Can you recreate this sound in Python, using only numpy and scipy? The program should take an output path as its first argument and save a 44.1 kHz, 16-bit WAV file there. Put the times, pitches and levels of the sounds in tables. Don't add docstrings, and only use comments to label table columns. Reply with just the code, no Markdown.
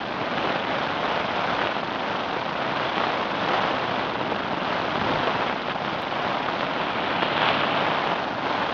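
import sys
import numpy as np
from scipy import signal
from scipy.fft import rfft, irfft
from scipy.io import wavfile
from scipy.ndimage import uniform_filter1d, map_coordinates

SR = 44100
rng = np.random.default_rng(int(sys.argv[2]) if len(sys.argv) > 2 else 0)


def master(y):
    cut = np.clip(np.atleast_2d(y).T, -1, 1)
    pcm = np.round(cut * 32767)
    wavfile.write(sys.argv[1], SR, pcm.astype(np.int16))


N = 384993

# t/s, big-drop level/dB, small-drop level/dB
SHOWER = [(0.0, -4.5, -4.5), (0.32, -1.5, -1), (0.47, 1.5, 2.5), (0.57, 0, 1), (0.65, -2.5, -0.5),
          (0.76, 0.5, 1), (0.95, -1, -1), (1.12, 2, 1.5), (1.2, 1, 1), (1.27, -1, -0.5), (1.4, 1.5, 1),
          (1.53, 2.5, 0.5), (1.67, 0, 2), (1.86, -2.5, -2.5), (2.14, 0, -1), (2.28, -2, -2.5),
          (2.55, -2, -2), (2.85, 1, 1.5), (2.93, -1.5, 0), (3.0, 1, 1.5), (3.19, 1, 0.5),
          (3.28, -1.5, -0.5), (3.56, 3.5, 2.5), (3.68, 2.5, 1.5), (3.83, 0, 0.5), (4.0, 0.5, 0),
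          (4.12, -2, -2), (4.58, -2, -2.5), (4.72, 1.5, 0.5), (4.86, -1, -1), (5.08, 2, 1),
          (5.47, -0.5, 0.5), (5.66, -4.5, -2.5), (5.71, -3, -1.5), (5.745, -4.5, -6.5), (5.86, -1.5, -2.5),
          (6.05, -3, -2), (6.22, 0.5, -1), (6.33, 1.27, -0.5), (6.43, -1, -1), (6.95, -0.5, 0.5),
          (7.3, 1, 3), (7.47, 3.5, 7), (7.58, 2.5, 4.5), (7.7, 1.5, 2.5), (7.82, 3, 3.5), (8.1, 1, 1),
          (8.35, -3, -7), (8.52, 1.5, -0.5), (8.72, 0, 0.5)]
# f/Hz, level/dB
PANEL_THUD = [(45, -27.5), (58, -22), (80, -16), (115, -7), (165, -4), (240, -1.5), (330, -0.5),
              (470, -4.5), (900, -34.5)]
BIG_DROP_DRUM = [(50, -32.5), (200, -8), (440, -4), (620, 0.8), (1000, -0.3), (1200, -3.5), (1500, -3.5),
                 (1900, -13), (3200, -19), (7000, -27)]
SMALL_DROP_SPLAT = [(300, -22.5), (1500, -7.5), (2300, -7.5), (2800, 1), (3400, -11), (4500, -17),
                    (7000, -30.5)]
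FINE_SPRAY = [(300, -19.5), (1400, -8.5), (3300, -10), (4800, -1.5), (7000, -2.5)]


def rain(thud_db=-37.0, drum_db=-27.0, splat_db=-34.5, spray_db=-33.0):
    swell_db, patter_db = in_time(SHOWER) + 0.26 * flurry()
    gust_thud_db, gust_spray_db = gusts()
    big = rainfall(per_s=1400 * from_db(0.7 * swell_db) ** 2, spread_db=5.5, cap_sigmas=1.5)
    far = rainfall(per_s=300, spread_db=6.5, cap_sigmas=2.6)
    small = rainfall(per_s=1000 * from_db(0.8 * patter_db) ** 2, spread_db=6.0, cap_sigmas=2.0)
    fine = rainfall(per_s=1200, spread_db=5.0, cap_sigmas=3.1)
    thud = fabric(big + far, PANEL_THUD, spread_octaves=0.12, echo_db=0.5, spots=4)
    drum = fabric(big, BIG_DROP_DRUM, spread_octaves=0.18, echo_db=-3.5, spots=12)
    splats = fabric(small + 0.41 * big, SMALL_DROP_SPLAT, spread_octaves=0.55, echo_db=-3.5, spots=20)
    spray = fabric(fine + 0.48 * small, FINE_SPRAY, spread_octaves=0.25, echo_db=-2.0, spots=6)
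    return (from_db(thud_db + 0.35 * swell_db + gust_thud_db + 0.9 * flurry()) * thud
            + from_db(drum_db + swell_db) * drum
            + from_db(splat_db + patter_db) * splats
            + from_db(spray_db + 0.91 * swell_db + gust_spray_db) * spray)


def rainfall(per_s, spread_db, cap_sigmas):
    at = np.flatnonzero(rng.random(N) < per_s / SR)
    hits = np.zeros(N)
    hits[at] = from_db(spread_db * np.minimum(rng.standard_normal(len(at)), cap_sigmas))
    return hits


def fabric(hits, spectrum, spread_octaves, echo_db, spots):
    spot = rng.integers(0, spots, N)
    sound = np.zeros(N)
    for k, octaves in enumerate(np.linspace(-spread_octaves, spread_octaves, spots)):
        echoed = wall_echoes(hits * (spot == k), echo_db)
        sound += signal.oaconvolve(echoed, dent(spectrum, 2 ** octaves))[:N]
    return sound / np.sqrt(uniform_filter1d(sound ** 2, size=SR // 20) + 1e-12)


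def dent(spectrum, pitch):
    return -shortest_pulse(spectrum, pitch)


def wall_echoes(hits, echo_db, fade_s=0.009, count=8):
    at = np.flatnonzero(hits)[:, None]
    delays_s = rng.uniform(0.001, 0.02, (len(at), count))
    echoes = rng.choice([-1, 1], delays_s.shape) * np.exp(-delays_s / fade_s)
    echoes *= from_db(echo_db) / np.linalg.norm(echoes, axis=1, keepdims=True)
    arrivals = at + (delays_s * SR).astype(int)
    reflected = np.bincount(arrivals.ravel(), (hits[at] * echoes).ravel(), len(hits))
    return hits + reflected[:len(hits)]


def flurry(per_s=8):
    position = np.arange(N) / SR * per_s
    return rms_one(map_coordinates(rng.standard_normal(1024), [position], order=2))


# peak t/s, half-length/s, thud shift/dB, spray shift/dB
GUSTS = [(0.5, 0.13, 2.5, -1), (2.677, 0.079, 2.5, -1), (3.44, 0.12, 3, 0.8), (4.238, 0.42, 3, -1.5),
         (5.09, 0.26, 4.5, -0.5), (6.202, 0.26, -0.5, -1), (6.603, 0.042, -1.5, 1.5), (7.398, 0.61, 1, -5),
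         (8.42, 0.15, -1.5, -0.5)]


def gusts():
    peak_s, half_s, *shifts_db = np.transpose(GUSTS)
    return np.array(shifts_db) @ bell_curves(peak_s, half_s).T


# f/Hz, level/dB
OVERHEAD_SNAP = [(50, -28), (200, -4.5), (450, -2.5), (850, 3), (1500, -4), (2800, -16), (7000, -21.5)]
# t/s, peak level/dB, pitch shift/octaves, relative splat level/dB
HEAVY_DROPS = [(0.3820, -8, 0.7, -14), (0.72, -13, 0.3, -24), (1.176, -11, 0.5, -28),
               (1.6364, -14, -0.3, -24), (1.6599, -12, -0.6, -24), (1.6716, -7.5, 0.4, -2),
               (1.7659, -10, -0.2, -24), (2.3287, -11, -0.1, -9), (2.6235, -13, 0.1, -24),
               (2.7605, -11, .3, -7), (2.799, -9, 0.4, -14), (2.9808, -4.5, 0.4, -13),
               (3.005, -11, 0.3, -18), (3.069, -13, 0, -13), (3.2294, -11, 0.5, -15),
               (3.5478, -13, 0.2, -18), (3.9953, -15, -0.1, -18), (4.213, -11, -0.6, -13),
               (4.3472, -13, -0, -9), (4.533, -13, -0.8, -22), (4.957, -8, -0.4, -19),
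               (5.0959, -11.5, 0.2, -18), (5.1116, -14, -0.4, -25), (5.273, -6, 0.3, -7),
               (5.419, -9, 0.2, -20), (5.429, -12.5, -0.1, -18), (5.4978, -9.5, 0.4, -24),
               (5.526, -10.5, -0.1, -11), (5.849, -11, 0.41, -20), (6.323, -14, 0.2, -24),
               (6.3697, -12, 0.2, -15), (6.4857, -12.5, 0, -21), (6.6087, -11, 0.8, -11),
               (6.6313, -9.5, 0.35, -19), (6.763, -10, 0.1, -14), (7.1068, -9, 0.3, -10),
               (7.2309, -5, 0.1, -11), (7.379, -5.5, 0.6, -3), (7.4184, -3, 0.4, -9),
               (7.4202, -6.5, 0.3, -14), (7.43, -8, 0.2, -18), (7.444, -13, 0.5, -18), (7.457, -11, 0.6, 7),
               (7.465, -13, -0.1, -14), (7.4879, -3, 0.5, 7), (7.5507, -11, -0.1, -5),
               (7.7763, -9, 0.4, -16), (7.8854, -12, -0.1, -22), (7.938, -11.5, 0.4, -18),
               (8.0729, -7.5, -0.1, -10), (8.1183, -11, 0.1, -22), (8.528, -16, 0.1, -18)]


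def heavy_drops():
    out = np.zeros(N + SR)
    for start_s, peak_db, octaves, splat_db in HEAVY_DROPS:
        pulse = dent(OVERHEAD_SNAP, 2 ** octaves) + from_db(splat_db) * dent(SPATTER_SPECTRUM, 0.9)
        land_drop(out, start_s, peak_db, pulse, echo_db=-10.5)
    return out[:N]


def land_drop(out, start_s, peak_db, pulse, echo_db):
    drop = signal.fftconvolve(wall_echoes(signal.unit_impulse(SR // 20), echo_db), pulse)
    at = int(start_s * SR)
    out[at:at + len(drop)] += from_db(peak_db) * drop / np.abs(drop).max()


# t/s, length/s, starting level/dB, pitch shift/octaves
VOLLEYS = [(0.206, 0.017, -17.5, -0.6), (0.442, 0.024, -20, -0.9), (0.483, 0.048, -17.5, 0.3),
           (0.555, 0.0066, -24, 0.5), (0.69, 0.021, -15, 0), (1.037, 0.025, -16, -0.3),
           (1.603, 0.026, -13, 0.6), (2.362, 0.013, -19, -0.8), (2.611, 0.014, -17, -0.1),
           (3.036, 0.007, -15, 0.1), (3.4915, 0.006, -19, -0.2), (3.534, 0.018, -14.5, 0),
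           (4.317, 0.0068, -15, -0.5), (4.474, 0.0057, -28, -0.5), (4.517, 0.016, -21, -0.5),
           (4.99, 0.058, -25.5, -2.2), (5.09, 0.028, -20, -1), (5.12, 0.061, -25, -2),
           (5.272, 0.023, -15, 0.2), (5.416, 0.021, -15.5, -0.1), (5.476, .012, -17, 0.19),
           (5.683, 0.0064, -19, -0.5), (5.693, .026, -14.5, 0.8), (5.758, 0.0078, -20, 0),
           (6.267, 0.006, -19, 0.2), (6.478, 0.017, -15.5, 0.1), (6.801, 0.02, -16, -0.2),
           (7.123, .01, -17, 0), (7.221, 0.0083, -14, 0.8), (7.475, .008, -13, 0.3), (7.502, .02, -14, 0),
           (7.632, 0.0055, -14.5, 0.5), (8.112, 0.015, -15.5, 0.1), (8.4667, 0.0055, -15, 0.1),
           (8.614, 0.021, -13, 0.2)]


def volleys(fade_db=4.0, drops=7):
    out = np.zeros(N + SR)
    for start_s, length_s, level_db, octaves in VOLLEYS:
        for progress in (np.arange(drops) + rng.random(drops)) / drops:
            pulse = dent(OVERHEAD_SNAP, 2 ** rng.normal(octaves, 0.23))
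            land_drop(out, start_s + progress * length_s, level_db - fade_db * progress, pulse, echo_db=-7)
    return out[:N]


# peak t/s, half-length/s, level/dB
SPATTER_SHEETS = [(0.5, .15, -52), (3.0, 0.13, -42), (5.71, .022, -37.5), (6.997, 0.35, -39.5),
                  (7.237, .03, -34.5), (7.48, 0.17, -36.5), (7.65, 0.25, -37)]
# f/Hz, level/dB
SPATTER_SPECTRUM = [(800, -24), (2000, -12.5), (2800, 0), (3500, -3.5), (4400, -11), (7000, -23)]


def spatter():
    peak_s, half_s, level_db = np.transpose(SPATTER_SHEETS)
    envelope = bell_curves(peak_s, half_s) @ from_db(level_db)
    hits = rainfall(per_s=1400, spread_db=7.5, cap_sigmas=2.5)
    return envelope * fabric(hits, SPATTER_SPECTRUM, spread_octaves=0.17, echo_db=-5.5, spots=3)


# f/Hz, level/dB
WIND_RUMBLE = [(25, -8.5), (35, -8), (45, 4), (58, -5.5), (80, -1), (130, -20.5)]


def wind(level_db=-62):
    rumble = signal.oaconvolve(rng.standard_normal(N), shortest_pulse(WIND_RUMBLE))[:N]
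    return from_db(level_db) * rms_one(rumble)


def faint_click(at_s=6.021, level_db=-30):
    click = np.zeros(N)
    click[int(at_s * SR)] = -from_db(level_db)
    return click


def shortest_pulse(spectrum, pitch=1, size=4096):
    hz, db = np.transpose(spectrum)
    log_hz = np.log(np.maximum(np.fft.rfftfreq(size, 1 / SR), 1) / pitch)
    beyond = np.abs(log_hz - np.clip(log_hz, np.log(hz[0]), np.log(hz[-1])))
    gain = from_db(np.interp(log_hz, np.log(hz), db))
    cepstrum = irfft(np.log(gain) - 2 * beyond)
    cepstrum[1:size // 2] *= 2
    cepstrum[size // 2 + 1:] = 0
    return irfft(np.exp(rfft(cepstrum)))[:size // 2]


def bell_curves(peak_s, half_s):
    return np.exp(-((np.arange(N)[:, None] / SR - peak_s) / half_s) ** 2)


def in_time(rows):
    times_s, *columns = np.transpose(rows)
    return [np.interp(np.arange(N) / SR, times_s, column) for column in columns]


def from_db(db):
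    return 10 ** (np.asarray(db) / 20)


def rms_one(x):
    return x / np.sqrt(np.mean(x ** 2) + 1e-20)


def low_pass(x, hz):
    return signal.sosfilt(signal.ellip(10, 0.1, 80, hz, fs=SR, output="sos"), x)


def scene():
    return (rain() + spatter() + volleys() + heavy_drops() + wind())[None]


# f/Hz, level/dB
MIC_RESPONSE = [(20, 4), (2600, -0.5), (3300, -0.5), (4000, -5.5), (5000, -12), (6000, -21), (6800, -29.5),
                (7500, -46)]


def record(dry, mic_top_hz=7350, cutoff_hz=16000):
    coloured = signal.oaconvolve(dry, shortest_pulse(MIC_RESPONSE)[None])[:, :N]
    dulled = low_pass(coloured, mic_top_hz)
    return low_pass(dulled + faint_click(), cutoff_hz)


dry = scene()
out = record(dry)
master(out)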